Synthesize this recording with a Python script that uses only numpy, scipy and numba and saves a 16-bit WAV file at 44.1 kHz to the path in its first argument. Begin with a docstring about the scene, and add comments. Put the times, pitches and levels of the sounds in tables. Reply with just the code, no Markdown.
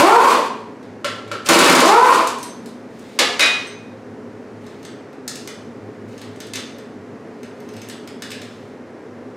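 """Air impact wrench in a bare garage

Two trigger pulls, the first already under way: vane puffs and exhaust air hammer a bolt loose, whine up and run down.
Noise cracks with ringing modes make knocks on the engine, a dropped socket and a tinkling part; bolt and socket click
and scrape in the hands. A noise drone lies behind, and hard walls answer with decaying noise. The wrench and the
rings send less to the walls than the cracks do. A near-mono camera microphone limits the loud parts."""
import sys
import numpy as np
from scipy import signal
from scipy.fft import rfft, irfft
from scipy.io import wavfile
from scipy.ndimage import uniform_filter1d, minimum_filter1d
from numba import njit

SR = 44100
rng = np.random.default_rng(int(sys.argv[2]) if len(sys.argv) > 2 else 0)


def digitize_waveform(pressure):
    """Quantize a signal to 16-bit integers and store it at the path in sys.argv[1].

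    Rows of a 2-D input are taken as channels; values are limited to [-1, 1].
    """
    field = np.atleast_2d(pressure).T
    bounded = np.clip(field, -1, 1)
    quanta = np.round(bounded * 32767).astype(np.int16)
    wavfile.write(sys.argv[1], SR, quanta)


N = 412776

# Trigger pulls: (pulled [s], bolt breaks free [s], let go [s], extra level around breaking free [dB])
PULLS = [(-.4, -.045, .245, 14), (1.445, 1.775, 2.08, -2.5)]
# Motor levels in the stages of a pull: (time into the stage [s], whine level [dB], exhaust air level [dB])
HAMMERING = [(0, -69, -51), (.02, -40, -20), (.038, -34, -32), (.05, -11.5, -18), (.1, -16.5, -15)]
SPINNING = [(-.03, -15, -20), (0.063, -9, -20.5), (.15, -1, -21), (.23, -12, -26)]
COASTING = [(.02, -11, -24.5), (0.069, -23, -20), (.14, -25.5, -32), (.24, -62, -39)]
# Harmonics of the vane rate: (multiple, level [dB])
VANE_ORDERS = [(1, -6), (2, 0), (3, -7), (4, -15), (5, -14), (6, -19), (7, -21), (8, -23)]
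# Tone of the exhaust outlet: (frequency [Hz], gain [dB])
EXHAUST = [(110, -28), (170, -3.5), (600, -5.5), (1000, 0), (1300, -1), (1700, -6), (2400, -5.5),
           (4000, -20)]
# Spectrum of the hissing exhaust air: (frequency [Hz], density [dB per Hz])
AIR = [(1100, -21.5), (1700, -5.5), (2100, -6.5), (2450, 2), (2900, -2.5), (3500, -2.5), (3950, -4.5),
       (4400, -1.5), (5000, -6), (8000, -7.5), (12000, -13.5), (16000, -19)]
# Hammer blows on the anvil and their rebounds: (time [s], level [dB])
BLOWS = [(1.488, 1), (1.506, -3), (1.533, 1), (1.588, 4), (1.643, 2), (1.674, -2), (1.697, 1), (1.726, -2),
         (1.751, 2), (1.804, 2), (1.857, 0), (1.878, -5)]
# Wrench knocks on engine and floor: (time [s], level [dB], crack centre [Hz], ring re crack [dB])
KNOCKS = [(.828, -38.5, 1994, -23), (1.045, -11.5, 2100, -3.5), (1.277, -34, 1960, -6),
          (1.315, -17.5, 1950, -3.5), (3.189, 2, 2290, -26), (3.2, -7.5, 540, -37)]
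# Modes of the engine: (frequency [Hz], level [dB], undamped t60 [s])
ENGINE_MODES = [(592, -8, .1), (1357, -1, .1), (1970, -13, .06), (2320, -9, .06), (2885, -13, .06),
                (3400, -10, .1), (4650, -16, .05), (7600, -18, .04)]
# Bounces of the dropped socket: (time [s], level [dB], crack centre [Hz], ring re crack [dB])
BOUNCES = [(3.394, 1, 2100, -39), (3.407, -3, 3500, -8), (3.425, -3, 2120, -20), (3.46, -9, 2270, -19)]
# Modes of the socket: (frequency [Hz], level [dB], undamped t60 [s])
SOCKET_MODES = [(1949, -10, .3), (2070, -11, .35), (2283, -9, .28), (2487, 2, .33), (2982, -14, .3),
                (3693, -4, .4), (3887, -7, .4), (5001, -14, .36), (5749, -13, .33), (6562, -11, .15),
                (7650, -18, .3)]
# Tinkles of a thin steel part: (time [s], level [dB], crack centre [Hz], ring re crack [dB])
TINKLES = [(2.272, -12, 7450, -40), (2.385, -28, 8600, -18), (2.429, -18.5, 8400, -16),
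           (2.659, -28.5, 6660, -36), (3.67, -52, 8900, 11)]
# Modes of the thin steel part: (frequency [Hz], level [dB], undamped t60 [s])
PIN_MODES = [(5728, -14, .2), (6239, -3, .36), (8183, 0, .28), (8570, -10, .2), (10060, -16, .2),
             (12110, -16, .2)]
# Bolt and socket clicks in the hands: (time [s], level [dB], crack centre [Hz])
CLICKS = [(2.9931, -39, 8600), (4.6654, -32.5, 3520), (4.829, -34, 3680), (4.8505, -24, 2500),
          (5.1294, -38, 2050), (5.278, -11.5, 6180), (5.2958, -29, 5330), (5.356, -22, 6630),
          (5.4746, -16.5, 2930), (6.1787, -30.5, 3610), (6.2154, -24.5, 2640), (6.36, -37, 3690),
          (6.403, -21.5, 3690), (6.468, -32, 5150), (6.5354, -13.5, 3120), (6.5558, -13.5, 3840),
          (6.7842, -30, 1955), (7.4313, -28, 2000), (7.6024, -33.5, 2050), (7.6891, -31, 2160),
          (7.7374, -33, 2620), (7.7654, -28.5, 2600), (7.817, -25, 2610), (7.887, -26, 8040),
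          (7.8977, -21, 2720), (8.075, -24, 2700), (8.2215, -16.5, 2860), (8.305, -22.5, 2830),
          (8.3162, -17.5, 2710), (8.4168, -24.5, 3140)]
# Modes of the bolt: (frequency [Hz], level [dB], undamped t60 [s])
BOLT_MODES = [(1760, -6, 0.023), (2726, -6.5, 0.031), (3570, -14, 0.032), (4530, -16, 0.018),
              (5200, -7, 0.031), (6300, -2, 0.026), (7930, -10.5, 0.04), (8400, -12, 0.094),
              (9860, -17, 0.048), (13050, -7, 0.042), (13520, -7, .02)]
# Scrapes of thread and gloves: (start [s], end [s], level at start [dB], level at end [dB])
SCRAPES = [(2.901, 3.17, -48, -39.5), (4.61, 5.0, -47.5, -54), (6.08, 6.5, -43, -58),
           (7.55, 7.878, -57, -44), (8.42, 8.75, -44, -54)]
# Reverberation bands of the bare walls: (frequency [Hz], t60 [s])
GARAGE = [(150, 0.28), (500, 0.67), (1500, 0.62), (4000, 0.61), (9000, 0.29), (14000, 0.17)]
# Spectrum of the drone: (frequency [Hz], density [dB per Hz])
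DRONE = [(15, -83), (25, -41), (43, -16), (70, -32), (97, -9), (185, -10), (249, 1), (301, -5), (463, -5),
         (503, -7.5), (840, -16), (1940, -22.5), (3430, -38), (5730, -39.5), (16000, -62)]
# Wavering resonances of the drone: (frequency [Hz], width [Hz], level [dB])
HUMS = [(236, 25, -43.5), (419.5, 13.6, -44), (522.7, 20, -52.5)]
# Swells of the lowest hum: (time [s], level [dB])
HUM_SWELL = [(0.0, -67), (1.33, -43), (1.82, -67), (2.29, -59), (4.69, -45), (4.9, -65), (5.86, -42),
             (6.62, -49), (7.59, -52), (7.77, -45), (7.97, -62), (8.39, -45), (8.86, -64), (9.36, -53)]
# Side signal at the microphone: (frequency [Hz], gain [dB])
SIDE_GAIN = [(40, -20), (125, -21), (250, -28.5), (700, -24), (2000, -22), (5000, -14), (10000, -17.5),
             (12000, -15), (15000, 7)]

# Vane rate before chatter: as the bolt breaks free, slow climb towards it, spin-up time constant
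LOADED_HZ, CREEP_HZ_PER_S, START_S = 199.34, 130, .022
# Vane rate without load, time constants of the rise to it and of the fall after letting go
FREE_HZ, SPIN_UP_S, RUN_DOWN_S = 522, .055, .23
SURGE_S = 0.053  # time constant of the extra level on both sides of breaking free
# Chatter of the vanes (roughness 0-1) in each stage, and the time of a change
ROUGH_LOADED, ROUGH_FREE, ROUGH_COASTING, CHANGE_S = 1, .08, .3, .045
STALL = .35  # share of motor speed lost at a blow at full roughness
BLOW_CRACK_HZ, BLOW_RING_DB = 4860, -23
CLICK_RING_DB, HANDS_LOW_HZ = -11.5, 1250  # small parts give little sound under this pitch
# How strongly each source reaches the walls, and the energy of the tail
WRENCH_WET_DB, RING_WET_DB, HANDS_WET_DB, WET_DB = -7.5, -7, -1, 4.5
DRONE_ROAR_DB = -37.5
MIC_LOW_HZ, MIC_HIGH_HZ, TOP_HZ = 71.4, 12100, 16200
LIMIT_DB, RELEASE_S = -.8, 0.028


def wrench():
    """Vanes chop the air into the exhaust; each hammer blow stalls the loaded rotor, which speeds up again."""
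    t = np.arange(N) / SR
    running, hz, whine_db, air_db, rough = trigger()
    blows = np.transpose(BLOWS)[0]
    last_blow = np.append(-1, blows)[np.searchsorted(blows, t)]
    hz = hz * (1 - STALL * rough * np.exp(-(t - last_blow) / .012))
    # chatter scatters pitch and size of the puffs
    hz = hz * np.exp(.2 * rough * walk(200))
    turns = np.cumsum(hz) / SR
    f, gain_db = np.transpose(EXHAUST)
    whine = np.zeros(N)
    for k, db in VANE_ORDERS:
        outlet_db = np.interp(k * hz, f, gain_db)
        whine += undb(db + outlet_db) * np.sin(2 * np.pi * k * turns)
    whine *= undb(7.0 * rough * walk(300) + 1.07 * walk(60) - 5 * rough)
    # a coasting rotor still blows across the exhaust pipe, which sings near its resonance
    coasting = np.clip(1 - np.abs(rough - ROUGH_COASTING) / .25, 0, 1)
    breath = band(rng.standard_normal(N), 1056, 200)
    pipe = coasting * level(band(breath, 1056, 200), -2)
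    # a labouring rotor dumps its air in a broad roar
    roar_points = [(60, -56), *EXHAUST, (16000, -23)]
    roar = level(colour(rng.standard_normal(N), roar_points), 4.2)
    roar = rough * roar * undb(1.95 * walk(90))
    # the hiss pulses once per vane puff
    air = colour(rng.standard_normal(N), AIR) * (0.44 + np.exp(-(turns % 1) / 0.35))
    return running * (undb(whine_db) * (whine + pipe + roar) + undb(air_db) * level(air, 0))


def trigger():
    """Load sets vane rate, whine dB, air dB and chatter through each pull: hammering, spinning free, coasting."""
    t, out = np.arange(N) / SR, np.zeros((5, N))
    for pulled, free, let_go, surge_db in PULLS:
        start = 1 - np.exp(-np.maximum(t - pulled, 0) / START_S)
        loaded = (LOADED_HZ + CREEP_HZ_PER_S * np.minimum(t - free, 0)) * start
        x = np.maximum(t - free, 0) / SPIN_UP_S
        spin_up = (FREE_HZ - LOADED_HZ) * (1 - (1 + x) * np.exp(-x))
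        run_down = np.exp(-np.maximum(t - let_go, 0) / RUN_DOWN_S)
        hz = (loaded + spin_up) * run_down
        stages = ((pulled, HAMMERING), (free, SPINNING), (let_go, COASTING))
        whine_db, air_db = curve([(start_s + s, w, a) for start_s, rows in stages for s, w, a in rows])
        surge = surge_db * np.exp(-np.abs(t - free) / SURGE_S)
        change_times = [free + CHANGE_S / 2, free + 1.5 * CHANGE_S, let_go - CHANGE_S, let_go + CHANGE_S / 2]
        rough = np.interp(t, change_times, [ROUGH_LOADED, ROUGH_FREE, ROUGH_FREE, ROUGH_COASTING])
        running = (t >= pulled) & (t < let_go + COASTING[-1][0])
        motor = np.array([running, hz, whine_db + surge, air_db + surge, rough])
        out[:, running] = motor[:, running]
    return out


def metal():
    """Hammer blows, knocks, socket bounces and tinkles: cracks of contact and rings of the struck parts."""
    blows = [(s, db, BLOW_CRACK_HZ, BLOW_RING_DB) for s, db in BLOWS]
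    return (strikes(blows, ENGINE_MODES, damp=.2, crack_s=.004, scatter_db=4)
            + strikes(KNOCKS, ENGINE_MODES, damp=0.5, crack_s=0.0072, scatter_db=2.5)
            + strikes(BOUNCES, SOCKET_MODES, damp=0.65, crack_s=0.0042, scatter_db=1.5, drift=.0004)
            + strikes(TINKLES, PIN_MODES, damp=0.9, crack_s=.003, scatter_db=2.5))


def strikes(events, modes, damp, crack_s, scatter_db, drift=0.0016):
    """Each blow is a short crack of noise plus the modes of the part, struck at a new place every time."""
    out, t = np.zeros((2, N + SR)), np.arange(SR // 2) / SR
    hz, db, t60 = np.transpose(modes)[:, :, None]
    # gripped or resting parts ring shorter than t60 by damp
    decay = np.exp(-np.log(1000) * t / (np.minimum(t60, .6) * damp))
    crack_shape = np.exp(-t / crack_s / 6) * (1 - np.exp(-t / 0.00048))
    for s, peak_db, crack_hz, ring_db in events:
        place, detune = rng.standard_normal((2, len(hz), 1))
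        burst = rfft(rng.standard_normal(len(t)) * np.exp(-t / crack_s))
        # many tiny contacts: an even spectrum without lumps
        even = irfft(burst / np.abs(burst), len(t)) * np.sqrt(crack_s * SR / 2)
        crack = band(even * crack_shape, crack_hz, 1.34 * crack_hz)
        tones = np.sin(2 * np.pi * hz * (1 + drift * detune) * t)
        ring = undb(db + ring_db + scatter_db * place) * tones * decay
        first = int(s * SR)
        out[:, first:first + len(t)] += undb(peak_db) * np.array([crack, ring.sum(axis=0)])
    return out[:, :N]


def hands():
    """Small steel parts click and scrape in the hands, too small to radiate much bass."""
    clicks = [(*click, CLICK_RING_DB) for click in CLICKS]
    cracks, rings = strikes(clicks, BOLT_MODES, damp=0.45, crack_s=0.0033, scatter_db=3.0)
    low_cut = signal.butter(2, HANDS_LOW_HZ, "high", fs=SR, output="sos")
    return signal.sosfilt(low_cut, scrape() + cracks + rings)


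def scrape():
    """Dense tiny slips of steel on steel, uneven in size, excite the modes of the bolt."""
    t, on = np.arange(N) / SR, np.zeros(N)
    for start, end, start_db, end_db in SCRAPES:
        on += (t >= start) * (t < end) * undb(np.interp(t, [start, end], [start_db, end_db]))
    slips = rng.random(N) < 2500 / SR  # 2500 a second on average
    slips = slips * undb(2 * rng.exponential(size=N)) * rng.choice([-1, 1], N)
    steel = sum(undb(db) * band(slips, f, f / 8) for f, db, _ in BOLT_MODES)
    steel += 2.7 * band(slips, 2800, 2500)
    return uniform_filter1d(on, size=800) * level(steel, -13.5)


def garage(x):
    """Bare walls: a dense tail that dies sooner in the treble, one for mid and one for side."""
    t, tail = np.arange(SR) / SR, np.zeros((2, SR))
    for hz, t60 in GARAGE:
        tail += band(rng.standard_normal((2, SR)), hz, 0.97 * hz) * np.exp(-np.log(1000) * t / t60)
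    wall_tone = [(60, -26), (200, 14.0), (1000, 9.5), (5000, 2.0), (10000, 0.5), (15000, -6.0)]
    tail = colour(tail * (1 - np.exp(-t / 0.0018)), wall_tone)
    tail *= undb(WET_DB) / np.sqrt(np.sum(tail ** 2) / 2)
    return signal.fftconvolve(x[None], tail, axes=1)[:, :N]


def drone():
    """A low fan-like roar of shaped noise with a few wavering resonances; returns mid and side."""
    roar = level(colour(rng.standard_normal((2, N)), DRONE), DRONE_ROAR_DB)
    hums = np.zeros(N)
    for hz, width, db in HUMS:
        hums += level(band(rng.standard_normal(N), hz, width), db) * undb(1.67 * walk(2.883))
    low_hum = level(band(rng.standard_normal(N), 107.3, 3.2), 0.62)
    low_hum *= undb(curve(HUM_SWELL)[0])
    return roar[0] * undb(0.24 * walk(2.14)) + hums + low_hum, roar[1]


def undb(db):
    """Amplitude ratio of a level in dB."""
    return 10 ** (np.asarray(db) / 20)


def level(x, db):
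    """Scales a signal to an RMS level in dB re full scale."""
    return x * undb(db) / np.sqrt(np.mean(x ** 2))


def band(x, hz, width):
    """A resonance with gain 1 at the centre."""
    b, a = signal.iirpeak(hz, hz / width, SR)
    return signal.lfilter(b, a, x)


def colour(x, points):
    """Shapes the spectrum along (frequency [Hz], gain [dB]) points on a log frequency axis."""
    hz, db = np.transpose(points)
    f = np.maximum(np.fft.rfftfreq(x.shape[-1], 1 / SR), 1)
    gain = undb(np.interp(np.log(f), np.log(hz), db))
    return irfft(rfft(x) * gain, x.shape[-1])


def walk(rate):
    """Random levels held 1 / rate s and slewed twice, with a spread of 1."""
    k = int(SR / rate)
    steps = np.repeat(rng.standard_normal(N // k + 1), k)
    steps = uniform_filter1d(uniform_filter1d(steps, k), k)[:N]
    return steps / steps.std()


def curve(rows):
    """Interpolates the columns of (time [s], value, ..) rows to one value a sample."""
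    s, *columns = np.transpose(rows)
    return [np.interp(np.arange(N) / SR, s, c) for c in columns]


@njit
def limiter(x, top, release):
    """Gain that drops at once on a peak over the top and creeps back."""
    gain, envelope = np.empty(len(x)), top
    for i in range(len(x)):
        envelope = max(x[i], top + (envelope - top) * release)
        gain[i] = top / envelope
    return gain


def scene():
    """Direct sounds and drone in the middle; the walls answer in mid and side."""
    tool, handling = wrench(), hands()
    cracks, rings = metal()
    to_walls = cracks + undb(HANDS_WET_DB) * handling + undb(RING_WET_DB) * rings + undb(WRENCH_WET_DB) * tool
    wet_mid, wet_side = garage(to_walls)
    roar, roar_side = drone()
    mid = tool + handling + cracks + rings + wet_mid + roar
    side = colour(wet_side + roar_side, SIDE_GAIN)
    return np.array([mid + side, mid - side])


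def record(dry):
    """The camera microphone thins bass and top, limits peaks looking a millisecond ahead, and cuts the top."""
    mic = signal.butter(2, [MIC_LOW_HZ, MIC_HIGH_HZ], "band", fs=SR, output="sos")
    dry = signal.sosfilt(mic, dry)
    peak = -minimum_filter1d(-np.abs(dry).max(axis=0), size=89)  # samples: 1 ms either way
    gain = limiter(peak, float(undb(LIMIT_DB)), np.exp(-1 / (RELEASE_S * SR)))
    gain = uniform_filter1d(gain, size=45)
    top_cut = signal.ellip(10, .2, 90, TOP_HZ, fs=SR, output="sos")
    return signal.sosfilt(top_cut, dry * gain)


dry = scene()
out = record(dry)
digitize_waveform(out)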